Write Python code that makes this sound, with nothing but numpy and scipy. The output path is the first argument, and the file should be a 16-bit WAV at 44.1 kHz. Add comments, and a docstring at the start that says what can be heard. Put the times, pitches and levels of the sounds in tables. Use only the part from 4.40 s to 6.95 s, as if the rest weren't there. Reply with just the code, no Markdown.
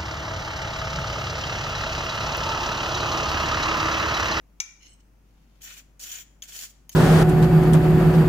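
"""A table knife cuts through butter and clinks on the plate; the recorder's gain dips, then recovers.
The edge slides off the plate with a scrape and a thin squeak, and fingers rustle on a slice of toast.
Then the knife spreads the butter in four quick strokes: the crust crackles under the edge in
thousands of tiny snaps, which set the steel blade ringing.
All along, the small, quiet kitchen adds a short echo, a soft hiss and a low mains hum."""
import sys
import numpy as np
from scipy import signal
from scipy.fft import rfft, irfft
from scipy.io import wavfile

SR = 44100
rng = np.random.default_rng(int(sys.argv[2]) if len(sys.argv) > 2 else 0)


def to_wav(sig):
    """Store sig (one row per channel, or 1-D mono) as 16-bit WAV at the path in sys.argv[1].

    Samples outside -1..1 are clipped; the rate is SR.
    """
    pcm = np.clip(np.atleast_2d(sig), -1, 1) * 32767
    pcm = np.round(pcm).astype(np.int16)
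    wavfile.write(sys.argv[1], SR, pcm.T)  # frames by channels


N = 112454
TIME_S = np.arange(N) / SR


# how hard the knife presses, one list per stroke: time_s, pressure_db, rasp_offset_db, ring_offset_db
STROKES = [
    [(1.2, -88, -7, 8), (1.21, -69, 7, -19), (1.216, -54, -27, -7), (1.24, -54, -5.5, 4),
     (1.286, -54.5, 0, -0.5), (1.34, -53.5, -3.5, -1), (1.356, -59.5, -5, -10), (1.372, -52, -7.5, -1),
     (1.398, -56, -6.5, -6), (1.425, -81, -6, -2)],
    [(1.592, -71, -6, 0.5), (1.596, -46, -16, -16), (1.609, -47, -22, -5), (1.641, -40, -21, -5.5),
     (1.659, -48, -6, -0.5), (1.708, -48.5, -8.5, -0.5), (1.719, -47.5, -5.5, 12), (1.737, -43.5, -6.5, -4),
     (1.817, -53, -5, 3.5), (1.845, -75, -4, -9)],
    [(2.03, -44.5, -11.5, -6.5), (2.066, -63, -9, -7), (2.085, -48.5, -10.5, -8), (2.112, -54.5, -9, -4.5),
     (2.158, -42, -11, -4.5), (2.18, -46.5, -13.5, -2), (2.245, -39.5, -14, -6), (2.28, -59.5, -9, -12),
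     (2.31, -60, -23, 1.5)],
    [(2.515, -56, -12, -3.5), (2.531, -51.5, -15, -9), (2.549, -68, -26, -13)],
]
def spreading(glide_share=.014):
    """Pressing harder makes crust, crumbs and blade louder; the ring rises a little in each stroke."""
    pressure, rasp_force, ring_force, glide = np.zeros((4, N))
    for stroke in STROKES:
        time_s, pressure_db, rasp_offset_db, ring_offset_db = np.transpose(stroke)
        pressure += level(time_s, pressure_db)
        rasp_force += level(time_s, pressure_db + rasp_offset_db)
        ring_force += level(time_s, pressure_db + ring_offset_db)
        glide += np.interp(TIME_S, [time_s[0], time_s[-1]], [-glide_share, glide_share], left=0, right=0)
    scrape = crust(pressure, rasp_force) + blade_swell()
    crunch = crumbs(pressure)
    scrape += blade(ring_force, glide)
    return kitchen(scrape, early_db=6.5, tail_db=-8.5) + kitchen(crunch)


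# tone of the crust's fine, high crackle: pitch_hz, level_db
CRACKLE_TONE = [(1200, -12.5), (2200, -42), (4500, -1.5), (7500, 2), (8300, -3.5), (13500, -8.5),
                (15200, -0.5), (16200, -42)]
# tone of its lower rasp: pitch_hz, level_db
RASP_TONE = [(150, -22), (500, -17), (1000, -14), (1400, -4), (1750, 0), (2700, 1), (3600, -2), (5000, -12),
             (9000, -40)]
def crust(pressure, rasp_force):
    """Tiny grains of crust snap under the moving edge."""
    crackle = through(pressure * snaps(), colour(CRACKLE_TONE))
    rasp = through(rasp_force * snaps(), colour(RASP_TONE))
    return amp(-4.5) * crackle + amp(1) * rasp


# the notes of the steel blade: pitch_hz, width_hz, level_db, left_over_right_db
BLADE_NOTES = [(3150, 330, -7, 2), (5950, 400, -5, 8), (6930, 400, 0, 1), (7380, 300, -6, 2),
               (10200, 600, -14, 0), (14600, 500, -3, 7)]
def blade(force, glide, wander_share=.018):
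    """The scraped blade rings; its notes shift as the point of contact moves."""
    drive = force * snaps()
    sound = np.zeros((2, N))
    for pitch_hz, width_hz, level_db, side_db in BLADE_NOTES:
        moving_hz = pitch_hz * (1 + glide + wander_share * wobble(step_s=.018))
        sound += amp(level_db) * pan(side_db) * resonate(drive, moving_hz, width_hz)
    return amp(-4) * sound


# a low and a high note of the blade: pitch_hz, width_hz, level_db, left_over_right_db
LOW_NOTE, HIGH_NOTE = (3190, 420, 0, 3), (6760, 600, 0, 4)
# loudness of the low note: time_s, level_db
SWELL_LEVELS = [(1.668, -56), (1.682, -58), (1.7, -53), (1.72, -76)]
def blade_swell():
    """The blade's low note swells in the middle of the second stroke."""
    return through(level(*np.transpose(SWELL_LEVELS)) * snaps(), ring([LOW_NOTE]))


# tone of a breaking crumb or piece of crust: pitch_hz, level_db
CRUNCH_TONE = [(200, -20), (1000, -13), (1800, -5), (4800, 2), (7200, 0), (8500, -6), (14800, -1),
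               (16200, -20)]
def crumbs(pressure):
    """A few larger crumbs break among the fine grains."""
    return amp(-2.5) * through(pressure * snaps(per_s=140, spread_db=2), colour(CRUNCH_TONE))


# the blade landing on the toast or catching on it: start_s, low_note_db, high_note_db, crunch_db
TOAST_TAPS = [(1.2175, -54.5, -56, -60), (1.5943, -74, -55, -57), (1.6377, -72, -42, -43),
              (1.7155, -65, -40.5, -51), (1.754, -73, -36, -70), (2.0212, -40, -44.5, -45.5),
              (2.0254, -69, -37, -46), (2.0373, -53, -49, -47), (2.1209, -49, -59, -63),
              (2.19, -57, -44, -36.5), (2.4931, -51, -43.5, -41.5), (2.5278, -80, -72, -55)]
def taps(rise_s=.0004, decay_s=.002):
    """Each landing or catch is a short, dry crunch that briefly rings the blade."""
    t = np.arange(round(4 * decay_s * SR)) / SR
    shape = (1 - np.exp(-t / rise_s)) * np.exp(-t / decay_s)
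    responses = [ring([LOW_NOTE]), ring([HIGH_NOTE]), colour(CRUNCH_TONE)]
    sound = np.zeros((2, N))
    for start_s, *levels_db in TOAST_TAPS:
        burst = unit(rng.choice([-1, 1], len(t)) * shape)
        burst = np.pad(burst, (round(start_s * SR), N))[:N]
        for level_db, response in zip(levels_db, responses):
            sound += amp(level_db) * burst.std() * unit(through(burst, response))
    return kitchen(sound)


# the knife hitting the plate: start_s, level_db
PLATE_HITS = [(0.2012, -20), (0.2025, -6), (.2046, -7), (.2174, -21)]
# ring of knife on plate, muffled by butter and hand: pitch_hz, width_hz, level_db, left_over_right_db
PLATE_NOTES = [(1380, 200, -16, 4), (2340, 170, -2, -3), (2800, 480, -11, 5), (3880, 600, -20, 6),
               (5850, 600, -5, 9), (6250, 800, 0, 10), (6650, 650, -4, 1), (8050, 600, -17, -5),
               (10300, 800, -19, 0)]
# tone of the dry tick as they touch: pitch_hz, level_db
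TICK_TONE = [(200, -25.5), (500, -20), (900, -5), (1700, -2), (2800, 6.5), (7000, -2), (9000, -15),
             (11300, -5), (16000, -13.5)]
def clink():
    """The knife comes through the butter and chatters briefly on the plate."""
    hits = sum(amp(db) * (np.arange(N) == round(start_s * SR)) for start_s, db in PLATE_HITS)
    ringing = amp(10.5) * through(hits, ring(PLATE_NOTES))
    tick = amp(2.5) * through(hits, colour(TICK_TONE))
    return kitchen(ringing + tick, early_db=-6, tail_db=-10)


# loudness of the blade sliding off the plate: time_s, level_db
SLIDE_LEVELS = [(0.391, -75), (0.419, -63.5), (0.422, -57.5), (.455, -60), (.467, -53), (0.475, -63),
                (.548, -71), (.565, -90), (.59, -84), (0.605, -68.5), (.615, -82)]
# the notes of that scrape: pitch_hz, width_hz, level_db, left_over_right_db
SLIDE_NOTES = [(2150, 350, -5, 0), (2960, 260, 2, 0), (4230, 300, -3, 0), (5500, 340, -1, 4),
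               (6400, 850, 1, 0), (11000, 1200, -12, 0), (14700, 1200, -17, 0)]
# loudness of the squeak as the tip leaves the glaze: time_s, level_db
SQUEAK_LEVELS = [(.48, -65), (.503, -54.5), (.52, -71), (0.535, -52.5), (.56, -93), (.61, -68)]
def slide(squeak_hz=8120, squeak_width_hz=380, squeak_side_db=-8):
    """The edge drags and catches on the glaze as it lifts the butter, ending in a thin squeak."""
    slips = snaps(per_s=1300, spread_db=2.5)
    drag = slips * level(*np.transpose(SLIDE_LEVELS))
    scrape = amp(5.5) * through(drag, ring(SLIDE_NOTES))
    hiss = amp(-13) * through(drag, colour(TICK_TONE))
    squeak_note = ring([(squeak_hz, squeak_width_hz, 0, squeak_side_db)])
    squeak = through(slips * level(*np.transpose(SQUEAK_LEVELS)), squeak_note)
    return kitchen(scrape + hiss + squeak, early_db=-6, tail_db=-10.5)


# loudness of the fingers settling on the toast: time_s, level_db
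FINGER_LEVELS = [(.85, -79), (.93, -77.5), (1.199, -74.5)]
def fingers():
    """A faint rustle as the free hand steadies the slice."""
    rustle = snaps() * level(*np.transpose(FINGER_LEVELS))
    return kitchen(through(rustle, colour(TICK_TONE)))


# how long the kitchen's echo takes to fade by 60 dB: pitch_hz, fade_s
ECHO_FADE = [(200, 1), (1000, 0.57), (2400, 0.44), (6500, 0.41), (8500, 0.42), (15000, 0.23)]
def kitchen(sound, early_db=-3, tail_db=-12, early_decay_s=.0058, tail_rise_s=.0065):
    """The sound itself, then quick bounces off the worktop and wall, then a short echo tail."""
    t = np.arange(SR // 2) / SR
    early, tail = rng.standard_normal((2, 2, len(t)))
    early = early * np.exp(-t / early_decay_s)
    early_window = (t > .0007) * (t < 5 * early_decay_s)
    for _ in range(8):  # even out the bounces so that no pitch stands out
        early = irfft(np.exp(1j * np.angle(rfft(early))), len(t)) * early_window
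    hz, time_s, spectrum = signal.stft(tail * np.minimum(t / tail_rise_s, 1), SR, nperseg=256)
    fade = amp(-60 * time_s / at_pitch(ECHO_FADE, hz)[:, None])
    tail = signal.istft(spectrum * fade, SR, nperseg=256)[1][:, :len(t)]
    echo = sum(amp(db) * part / np.linalg.norm(part, axis=1, keepdims=True)
               for db, part in [(early_db, early), (tail_db, tail)])
    return sound + through(sound, echo)


# tone of the room's rumble and hiss: pitch_hz, level_db
AIR_TONE = [(20, -5), (50, -10), (140, -1.5), (310, -8), (400, -14.5), (880, -18), (1300, -21.5),
            (2700, -26), (3800, -33), (6500, -29.5), (7800, -36), (15000, -34)]
# how alike it is on the left and right: pitch_hz, likeness_0_to_1
AIR_LIKENESS = [(60, .93), (170, .88), (350, .55), (700, .2), (12000, .1)]
def room_tone(hum_hz=50):
    """Soft rumble and hiss with a steady mains hum, a little louder on the left."""
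    hz = np.fft.rfftfreq(N, 1 / SR)
    left, separate = rfft(rng.standard_normal((2, N)))
    likeness = at_pitch(AIR_LIKENESS, hz)
    right = likeness * left + np.sqrt(1 - likeness ** 2) * separate
    air = unit(irfft(np.array([left, right]) * amp(at_pitch(AIR_TONE, hz)), N))
    hum = np.sqrt(2) * np.sin(2 * np.pi * (hum_hz * TIME_S + rng.random()))
    return pan(1.85) * (amp(-62.3) * air + amp(-57) * hum)


def snaps(per_s=3000, spread_db=4, clump_db=3.5, centre_share=.23):
    """Tiny random snaps of uneven size, in clumps; some reach both ears, the rest only one."""
    sizes = amp(spread_db * np.minimum(rng.exponential(1, (3, N)), 4))
    clicks = sizes * rng.choice([-1, 1], (3, N)) * (rng.random((3, N)) < per_s / SR)
    clumps = amp(clump_db * wobble(step_s=.004))
    return unit(clumps * (np.sqrt(centre_share) * clicks[0] + np.sqrt(1 - centre_share) * clicks[1:]))


def ring(notes, size=4096):
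    """How an object rings in stereo after one click; wider notes die away sooner."""
    t = np.arange(size) / SR
    response = np.zeros((2, size))
    for pitch_hz, width_hz, level_db, side_db in notes:
        note = t * np.exp(-np.pi * width_hz * t) * np.sin(2 * np.pi * pitch_hz * t)
        response += amp(level_db) * pan(side_db) * unit(note)
    return response / np.sqrt(np.sum(response ** 2) / 2)


def resonate(drive, pitch_hz, width_hz):
    """Turns noise into a ringing note of about the same power that follows a moving pitch."""
    turn = np.exp(2j * np.pi * np.cumsum(pitch_hz) / SR)
    decay = np.exp(-np.pi * width_hz / SR)
    smooth = signal.lfilter([(1 - decay) ** 2], np.poly([decay, decay]), drive / turn)
    return (turn * smooth).real * 2 * np.sqrt(2 / (1 - decay))


def colour(tone, size=2048):
    """A short click with the given tone and an energy of 1."""
    log_gain = np.log(amp(at_pitch(tone, abs(np.fft.fftfreq(size, 1 / SR)))))
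    response = np.fft.ifft(np.exp(np.conj(signal.hilbert(log_gain)))).real[:size // 2]
    return response / np.linalg.norm(response)


def through(sound, response):
    """Gives a sound the ring, tone or echo of a response."""
    return signal.fftconvolve(np.atleast_2d(sound), np.atleast_2d(response), axes=1)[:, :N]


def level(times_s, levels_db):
    """Gain along a loudness curve, silent outside it."""
    return amp(np.interp(TIME_S, times_s, levels_db, left=-150, right=-150))


def at_pitch(table, hz):
    """Looks up a table's value at any pitch, blending between rows."""
    pitches_hz, values = np.transpose(table)
    return np.interp(np.log(hz + 1), np.log(pitches_hz + 1), values)


def wobble(step_s):
    """Random wander between -1 and 1 with a new aim every step."""
    return np.interp(TIME_S / step_s, np.arange(N), rng.uniform(-1, 1, N))


def pan(left_over_right_db):
    """Left and right gains for a level difference."""
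    return amp(np.array([[left_over_right_db], [-left_over_right_db]]) / 2)


def amp(db):
    """Decibels to gain."""
    return 10 ** (np.asarray(db) / 20)


def unit(sound):
    """Scales a sound to an average (rms) level of 1."""
    return sound / np.sqrt(np.mean(sound ** 2) + 1e-20)


def scene(right_lag_s=.0003):
    """Plate and toast over the room tone; the right microphone is a little further away."""
    left, right = clink() + slide() + spreading() + taps() + fingers()
    right = np.pad(right, (round(right_lag_s * SR), 0))[:N]
    return np.array([left, right]) + room_tone()


def record(dry, threshold_db=-48.5, dip_share=.22, release_db_per_s=97.5, top_hz=15900):
    """The recorder turns loud moments down, recovers quickly and cuts the highest treble."""
    power = signal.lfilter([1 / 400], [1, 1 / 400 - 1], (dry ** 2).mean(0))  # averaged over about 9 ms
    fall_db = TIME_S * release_db_per_s
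    held_peak_db = np.maximum.accumulate(10 * np.log10(power + 1e-14) + fall_db) - fall_db
    gain = amp(-dip_share * np.maximum(held_peak_db - threshold_db, 0))
    low_pass = signal.firwin(255, top_hz, window=("kaiser", 8), fs=SR)
    return signal.oaconvolve(dry * gain, low_pass[None], "same", axes=1)


dry = scene()
out = record(dry)
to_wav(out)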